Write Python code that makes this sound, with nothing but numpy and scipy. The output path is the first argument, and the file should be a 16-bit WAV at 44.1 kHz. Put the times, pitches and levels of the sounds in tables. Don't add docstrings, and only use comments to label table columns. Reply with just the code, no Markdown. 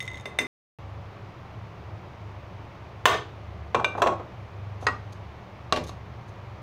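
import sys
import numpy as np
from scipy import signal
from scipy.fft import rfft, irfft
from scipy.io import wavfile
from scipy.ndimage import uniform_filter1d, minimum_filter1d

SR = 44100
rng = np.random.default_rng(int(sys.argv[2]) if len(sys.argv) > 2 else 0)


def generate_wav(sig):
    pcm = np.round(np.clip(np.atleast_2d(sig).T, -1, 1) * 32767).astype(np.int16)
    wavfile.write(sys.argv[1], SR, pcm)


N = 291942
TIME = np.arange(N) / SR


def amp(db):
    return 10 ** (np.asarray(db) / 20)


def unit(x):
    return x / np.sqrt(np.sum(x ** 2) + 1e-20)


def curve(points, hz):
    f, value = np.transpose(points)
    return np.interp(np.log(hz + 1), np.log(f + 1), value)


def add(mix, s, sound):
    part = mix[max(round(s * SR), 0):][:len(sound)]
    part += sound[:len(part)]


def noise(gain):
    return np.sqrt(N) * unit(irfft(rfft(rng.standard_normal(N)) * gain, N))


def coloured(x, colour, tilt, size=2048):
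    hz = abs(np.fft.fftfreq(size, 1 / SR))
    gain = amp(curve(colour, hz) + tilt * np.log2((hz + 100) / 1500))
    low_cut = (hz + 1) / np.hypot(hz, 100)
    response = np.exp(np.conj(signal.hilbert(np.log(gain * low_cut))))
    return signal.fftconvolve(x, np.fft.ifft(response).real)[:len(x)]


def decaying_noise(t60_at, size, bands=8):
    t, hz = np.arange(size) / SR, np.fft.rfftfreq(size, 1 / SR)
    spectrum = rfft(rng.choice([-1., 1.], size))
    centres = np.geomspace(125, 16000, bands)
    shares = [curve(np.c_[centres, band], hz) for band in np.eye(bands)]
    return sum(irfft(spectrum * share, size) * np.exp(-np.log(1000) * t / t60_at(f))
               for f, share in zip(centres, shares))


# pitch in Hz, width in Hz, level in dB.
HUM_TONES = [(73.5, 3.2, -49), (100.7, 5.3, -44.5), (86.7, 49, -53), (118.4, 22, -48), (185.5, 20, -60.5),
             (29.3, 18, -64.5)]
# frequency in Hz, relative level in dB.
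AIR_COLOUR = [(82, -38.5), (140, -1.5), (174, -0.5), (254, -10), (349, -5), (508, -8.5), (550, -5.5),
              (939, -8), (1150, -8.5), (1510, -16), (2290, -17.5), (6300, -36.5), (7990, -48),
              (15100, -53.5), (16000, -55)]

def hum(air_db=-46.5):
    hz = np.fft.rfftfreq(N, 1 / SR)
    drone = sum(amp(db) * noise(1 / (1 + (2 * (hz - f) / width) ** 2)) for f, width, db in HUM_TONES)
    return drone + amp(air_db) * noise(amp(curve(AIR_COLOUR, hz)))


# frequency in Hz, t60 in seconds.
ROOM_T60 = [(150, 0.56), (500, 0.3), (2000, 0.29), (5000, .34), (12000, 0.16)]

def kitchen_reverb(send, build_s=0.0098, size=26460):
    t = np.arange(size) / SR
    build_up = 1 - np.exp(-(t / build_s) ** 2)
    tail = unit(decaying_noise(lambda f: curve(ROOM_T60, f), size) * build_up)
    wall_colour = [(200, 2), (500, 1), (1200, -3), (3000, -9), (8000, -5.5), (15000, -5.5)]
    return signal.fftconvolve(send, coloured(tail, wall_colour, 0))[:N]


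def thud(colour, t60, tilt, sharpness, blunt_rise_s=0.00075, size=4096):
    rise_s = blunt_rise_s * np.exp(-3 * sharpness)
    swell = 1 - np.exp(-np.arange(size) / SR / rise_s)
    contact = unit(decaying_noise(lambda f: t60 * (f / 1000) ** -.15, size) * swell)
    contact[0] += sharpness
    return unit(coloured(contact, colour, tilt))


def ringing(modes, tilt, rise_s=0.00061, size=8192):
    t = np.arange(size) / SR
    hz, db, t60 = np.transpose(modes)[:, :, None]
    waves = np.sin(2 * np.pi * hz * t) * np.exp(-np.log(1000) * t / t60) / np.sqrt(t60)
    gains = amp(db + tilt * np.log2(hz / 2000))
    return unit((gains * waves).sum(0) * (1 - np.exp(-t / rise_s)))


def shimmer_modes(colour, t60=0.05, count=36):
    hz = np.geomspace(2500, 15000, count) * np.exp(rng.uniform(-.02, .02, count))
    db = curve(colour, hz) + 5 * rng.standard_normal(count)
    return np.c_[hz, db, t60 * (hz / 5000) ** -.3]


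def struck(blows, modes, colour, thud_t60, ring_db, shimmer_db, thud_send_db, ring_send_db):
    direct, send = np.zeros((2, N))
    high_modes = shimmer_modes(colour)
    for s, db, tilt, ring_trim_db, sharpness in blows:
        ring = amp(ring_db + ring_trim_db) * ringing(modes, tilt)
        ring += amp(shimmer_db + 2 * tilt) * ringing(high_modes, tilt)
        add(direct, s, amp(db) * ring)
        add(send, s, amp(db + ring_send_db) * ring)
        add(direct, s, amp(db) * thud(colour, thud_t60, tilt, sharpness))
        add(send, s, amp(db + thud_send_db) * thud(colour, thud_t60, tilt, sharpness=1.34))
    return np.array([direct, send])


# start in seconds, length in seconds, level in dB.
SCRAPES = [(3.968, 0.047, -60), (4.80, 0.065, -60), (5.121, 0.017, -55.5), (5.861, 0.047, -51.5),
           (6.274, 0.03, -65)]
# frequency in Hz, relative level in dB.
SCRAPE_COLOUR = [(500, -30), (2000, -5), (4000, 7), (5500, -3.5), (6400, 7.5), (7300, -9), (11000, -12),
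                 (16000, -34)]

def scrapes(send_db=-5):
    direct = np.zeros(N)
    for s, length, db in SCRAPES:
        n = int(length * SR)
        slips = rng.standard_normal(n) * amp(5.2 * np.minimum(rng.exponential(1, n), 5))
        swell = np.pad(slips * signal.windows.tukey(n, .5), (0, 2048))
        add(direct, s, amp(db) * np.sqrt(n) * unit(coloured(swell, SCRAPE_COLOUR, tilt=3.1)))
    return np.array([direct, amp(send_db) * direct])


# start in seconds, level in dB, tilt in dB per octave.
SPICE_TAPS = [(.0035, -11.5, 3), (.0255, -25.5, 9.5), (.0775, -16, -3), (.143, -22.5, -4.5)]
# pitch in Hz, level in dB, t60 in seconds.
SPICE_MODES = [(2035, 6.5, 0.09), (2060, -0.5, 0.058), (3660, 0.5, .06), (5530, -15.5, 0.068),
               (6430, -10.5, .13), (8150, -19.5, .1), (10280, -22.5, .09)]
# frequency in Hz, level in dB.
SPICE_THUD = [(200, -26), (1500, -15.5), (2150, 12), (2600, 0), (3400, 7), (4400, -8), (7000, -3),
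              (10000, -18), (16000, -27.5)]

def spices(skitter_s=(0, .22), count=14):
    weakness, hardness = rng.random((count, 2)).T
    starts = np.interp(np.arange(count) + rng.random(count), [0, count], skitter_s)
    small_taps = np.c_[starts, -25 - 7 * weakness, 4.5 * hardness]
    s, db, tilt = np.r_[SPICE_TAPS, small_taps].T
    ring_trim_db, sharpness = 3 - 0.8 * tilt, np.full(len(s), 0.14)
    return struck(np.c_[s, db, tilt, ring_trim_db, sharpness], SPICE_MODES, SPICE_THUD,
                  thud_t60=.017, ring_db=5.5, shimmer_db=-22, thud_send_db=-8, ring_send_db=-3.5)


# start in seconds, level in dB, tilt in dB per octave, ring trim in dB, sharpness.
PAN_BLOWS = [(.256, -10, -1.6, -1, 0.21), (.3875, 1.5, 0.4, 1.5, 0.23), (.415, -8, -5.5, -3, 0.18)]
# pitch in Hz, level in dB, t60 in seconds.
PAN_MODES = [(2055, 9, 0.14), (2150, -2, .04), (2490, -15, .05), (2420, -15.5, .04), (3456, -18.5, 0.14),
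             (3610, 5.5, 0.05), (4850, -17.5, 0.14), (5500, -17.5, 0.092), (6180, -7, .09),
             (6270, -15, 0.13), (8130, -28, .08), (8630, -11, 0.059), (10200, -31.5, 0.073)]
# frequency in Hz, level in dB.
PAN_THUD = [(120, -23.5), (400, 5), (750, -3.5), (1500, -2.5), (2300, 4), (3200, -10), (6000, -16),
            (10000, -18), (16000, -32)]

def pan_on_hob():
    return struck(PAN_BLOWS, PAN_MODES, PAN_THUD,
                  thud_t60=0.039, ring_db=3, shimmer_db=-10, thud_send_db=0, ring_send_db=-3.5)


COUNTER_BLOWS = [(3.0556, 21, 0, 0, 0.65), (3.0583, 18.6, 0, 1.5, 0.14)]
COUNTER_MODES = [(594, -5, 0.048), (700, -8, 0.043), (1038, 4, 0.061), (1536, -36, 0.06),
                 (1813, -0.5, 0.029), (3030, -9, 0.04), (3380, -15, 0.04), (7200, -15, 0.024)]
COUNTER_THUD = [(120, -9.5), (250, -18), (450, -6.5), (900, 3), (1800, -2), (3500, -6), (5300, -20.5),
                (7200, -18.5), (10000, -25.5), (12800, -34), (15000, -29)]

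def counter_knock():
    return struck(COUNTER_BLOWS, COUNTER_MODES, COUNTER_THUD,
                  thud_t60=0.025, ring_db=-3, shimmer_db=-10.5, thud_send_db=-1.5, ring_send_db=-13)


LIFT_BLOWS = [(4.8675, 6.5, -1, 0, 0.12), (4.874, -14, -10, 0.5, 0.092), (4.885, -5.5, -2.5, 0, 0.092)]
LIFT_MODES = [(1074, -5.5, 0.06), (1222, -7, 0.12), (1276, -4, 0.097), (1370, -10, 0.07), (1463, -8, 0.077),
              (1905, 0.5, 0.14), (2080, -12, 0.034), (2550, -13, 0.064), (2740, -20, 0.19),
              (4100, -11, 0.021), (4780, -14, 0.031), (6450, -16, 0.024)]
LIFT_THUD = [(150, -17.5), (420, -5), (1250, 2), (2200, -7), (3300, -11.5), (5000, -17), (9000, -29.5),
             (16000, -52)]

def lid_lifted():
    return struck(LIFT_BLOWS, LIFT_MODES, LIFT_THUD,
                  thud_t60=0.049, ring_db=3, shimmer_db=-17, thud_send_db=-4.5, ring_send_db=-12.5)


LID_BLOWS = [(5.7246, 5, -1.6, 1, 0.63), (5.7605, -2.5, -0.1, -22, 0), (5.772, -2, -2.5, -15, 0.16),
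             (5.838, -26, 9.5, -16, .3), (5.894, -15.5, -2.5, 0, 0.9)]
LID_MODES = [(740, -5.5, 0.038), (1138, 3, 0.047), (1220, -4, 0.011), (2680, -19, 0.072), (2790, -9, 0.14),
             (3920, 8.5, 0.0029), (6230, -14.5, 0.032), (7860, -16, 0.035), (11100, -36, 0.039)]
LID_THUD = [(120, -10.5), (230, -6.5), (550, 1), (1200, -4.5), (2000, -7), (2800, -5), (4200, -10),
            (5500, -12.5), (8000, -25), (12000, -31.5), (16000, -49)]

def lid_laid():
    return struck(LID_BLOWS, LID_MODES, LID_THUD,
                  thud_t60=0.082, ring_db=2.5, shimmer_db=-19, thud_send_db=-3.5, ring_send_db=-14)


CLINK_BLOWS = [(3.746, -6, 0, -1.5, 0.54), (3.845, 2.5, 0, 0, 0.68)]
CLINK_MODES = [(1534, -9.5, .12), (1520, -13, 0.59), (2370, 2, 0.08), (2790, -8.5, 0.071),
               (3570, -7.5, 0.024), (3760, -11, 0.024), (6150, -33, .06), (6280, -20.5, 0.037)]
CLINK_THUD = [(150, -22), (600, 12), (1200, 9), (2000, 1.5), (3800, -25), (5000, -18), (9000, -29),
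              (16000, -49)]

def bowl_clinks():
    return struck(CLINK_BLOWS, CLINK_MODES, CLINK_THUD,
                  thud_t60=0.032, ring_db=5.5, shimmer_db=-8, thud_send_db=-4, ring_send_db=-5)


# start in seconds, level in dB, tilt in dB per octave, first rebound's loss in dB.
BOWL_LANDINGS = [(3.746, 9, -1.5, 8.5), (3.951, -3.5, -6, 4), (3.979, 0.5, -5.5, 24),
                 (4.0191, 10.5, 0.5, 4), (4.061, 7, -4.5, 12), (4.197, -8.5, -5, 12),
                 (4.824, -9.5, -6.5, 15)]
BOWL_MODES = [(366.4, -2.5, 0.36), (600, -13, 0.062), (692, -4.5, .07), (895, -8, .06), (1005, -0.5, 0.077),
              (1093, 4.5, 0.072), (1300, -3, 0.037), (3295, -12, 0.027), (6200, -23, 0.08),
              (6050, -26, 0.09), (7000, -33, .1), (7550, -36, .15), (8450, -42, 0.081), (12900, -36, 0.074)]
BOWL_THUD = [(120, -17.5), (250, -11.5), (350, -2), (700, 5.5), (1200, 0.5), (2000, -10.5), (4000, -27),
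             (5000, -37), (6300, -25.5), (10000, -45.5), (16000, -51)]

def bowl_rocking(rebound_s=.051, dulling=0.24, sharpness=.17):
    blows = []
    for s, db, landing_tilt, loss_db in BOWL_LANDINGS:
        for bounce in range(3):
            lost_db = loss_db * bounce ** 2
            if lost_db > 30:
                break
            tilt = landing_tilt - dulling * lost_db
            ring_trim_db = 2 + 2.2 * tilt
            blows.append((s + bounce * rebound_s, db - lost_db, tilt, ring_trim_db, sharpness))
    return struck(blows, BOWL_MODES, BOWL_THUD,
                  thud_t60=0.081, ring_db=-4.5, shimmer_db=-14, thud_send_db=-5.5, ring_send_db=-3)


def scene():
    direct, send = (spices() + pan_on_hob() + counter_knock() + bowl_rocking() + bowl_clinks()
                    + lid_lifted() + lid_laid() + scrapes())
    return (direct + kitchen_reverb(send) + hum())[None]


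def record(dry, ceiling_db=-3, recovery_db_per_s=125, mute_s=(.469, .787), cutoff_hz=15800):
    port_ring = signal.lfilter(*signal.iirpeak(15000, Q=23, fs=SR), dry)
    heard = dry + amp(3) * port_ring
    over_db = np.maximum(20 * np.log10(abs(heard[0]) + 1e-9) - ceiling_db, 0)
    recovery = TIME * recovery_db_per_s
    held_db = np.maximum.accumulate(over_db + recovery) - recovery
    gain_db = uniform_filter1d(minimum_filter1d(-held_db, size=45), size=45)
    gate = (TIME < mute_s[0]) | (TIME > mute_s[1])
    low_pass = signal.firwin(255, cutoff_hz, window=("kaiser", 9), fs=SR)
    return signal.oaconvolve(heard * amp(gain_db) * gate, low_pass[None], "same")


dry = scene()
out = record(dry)
generate_wav(out)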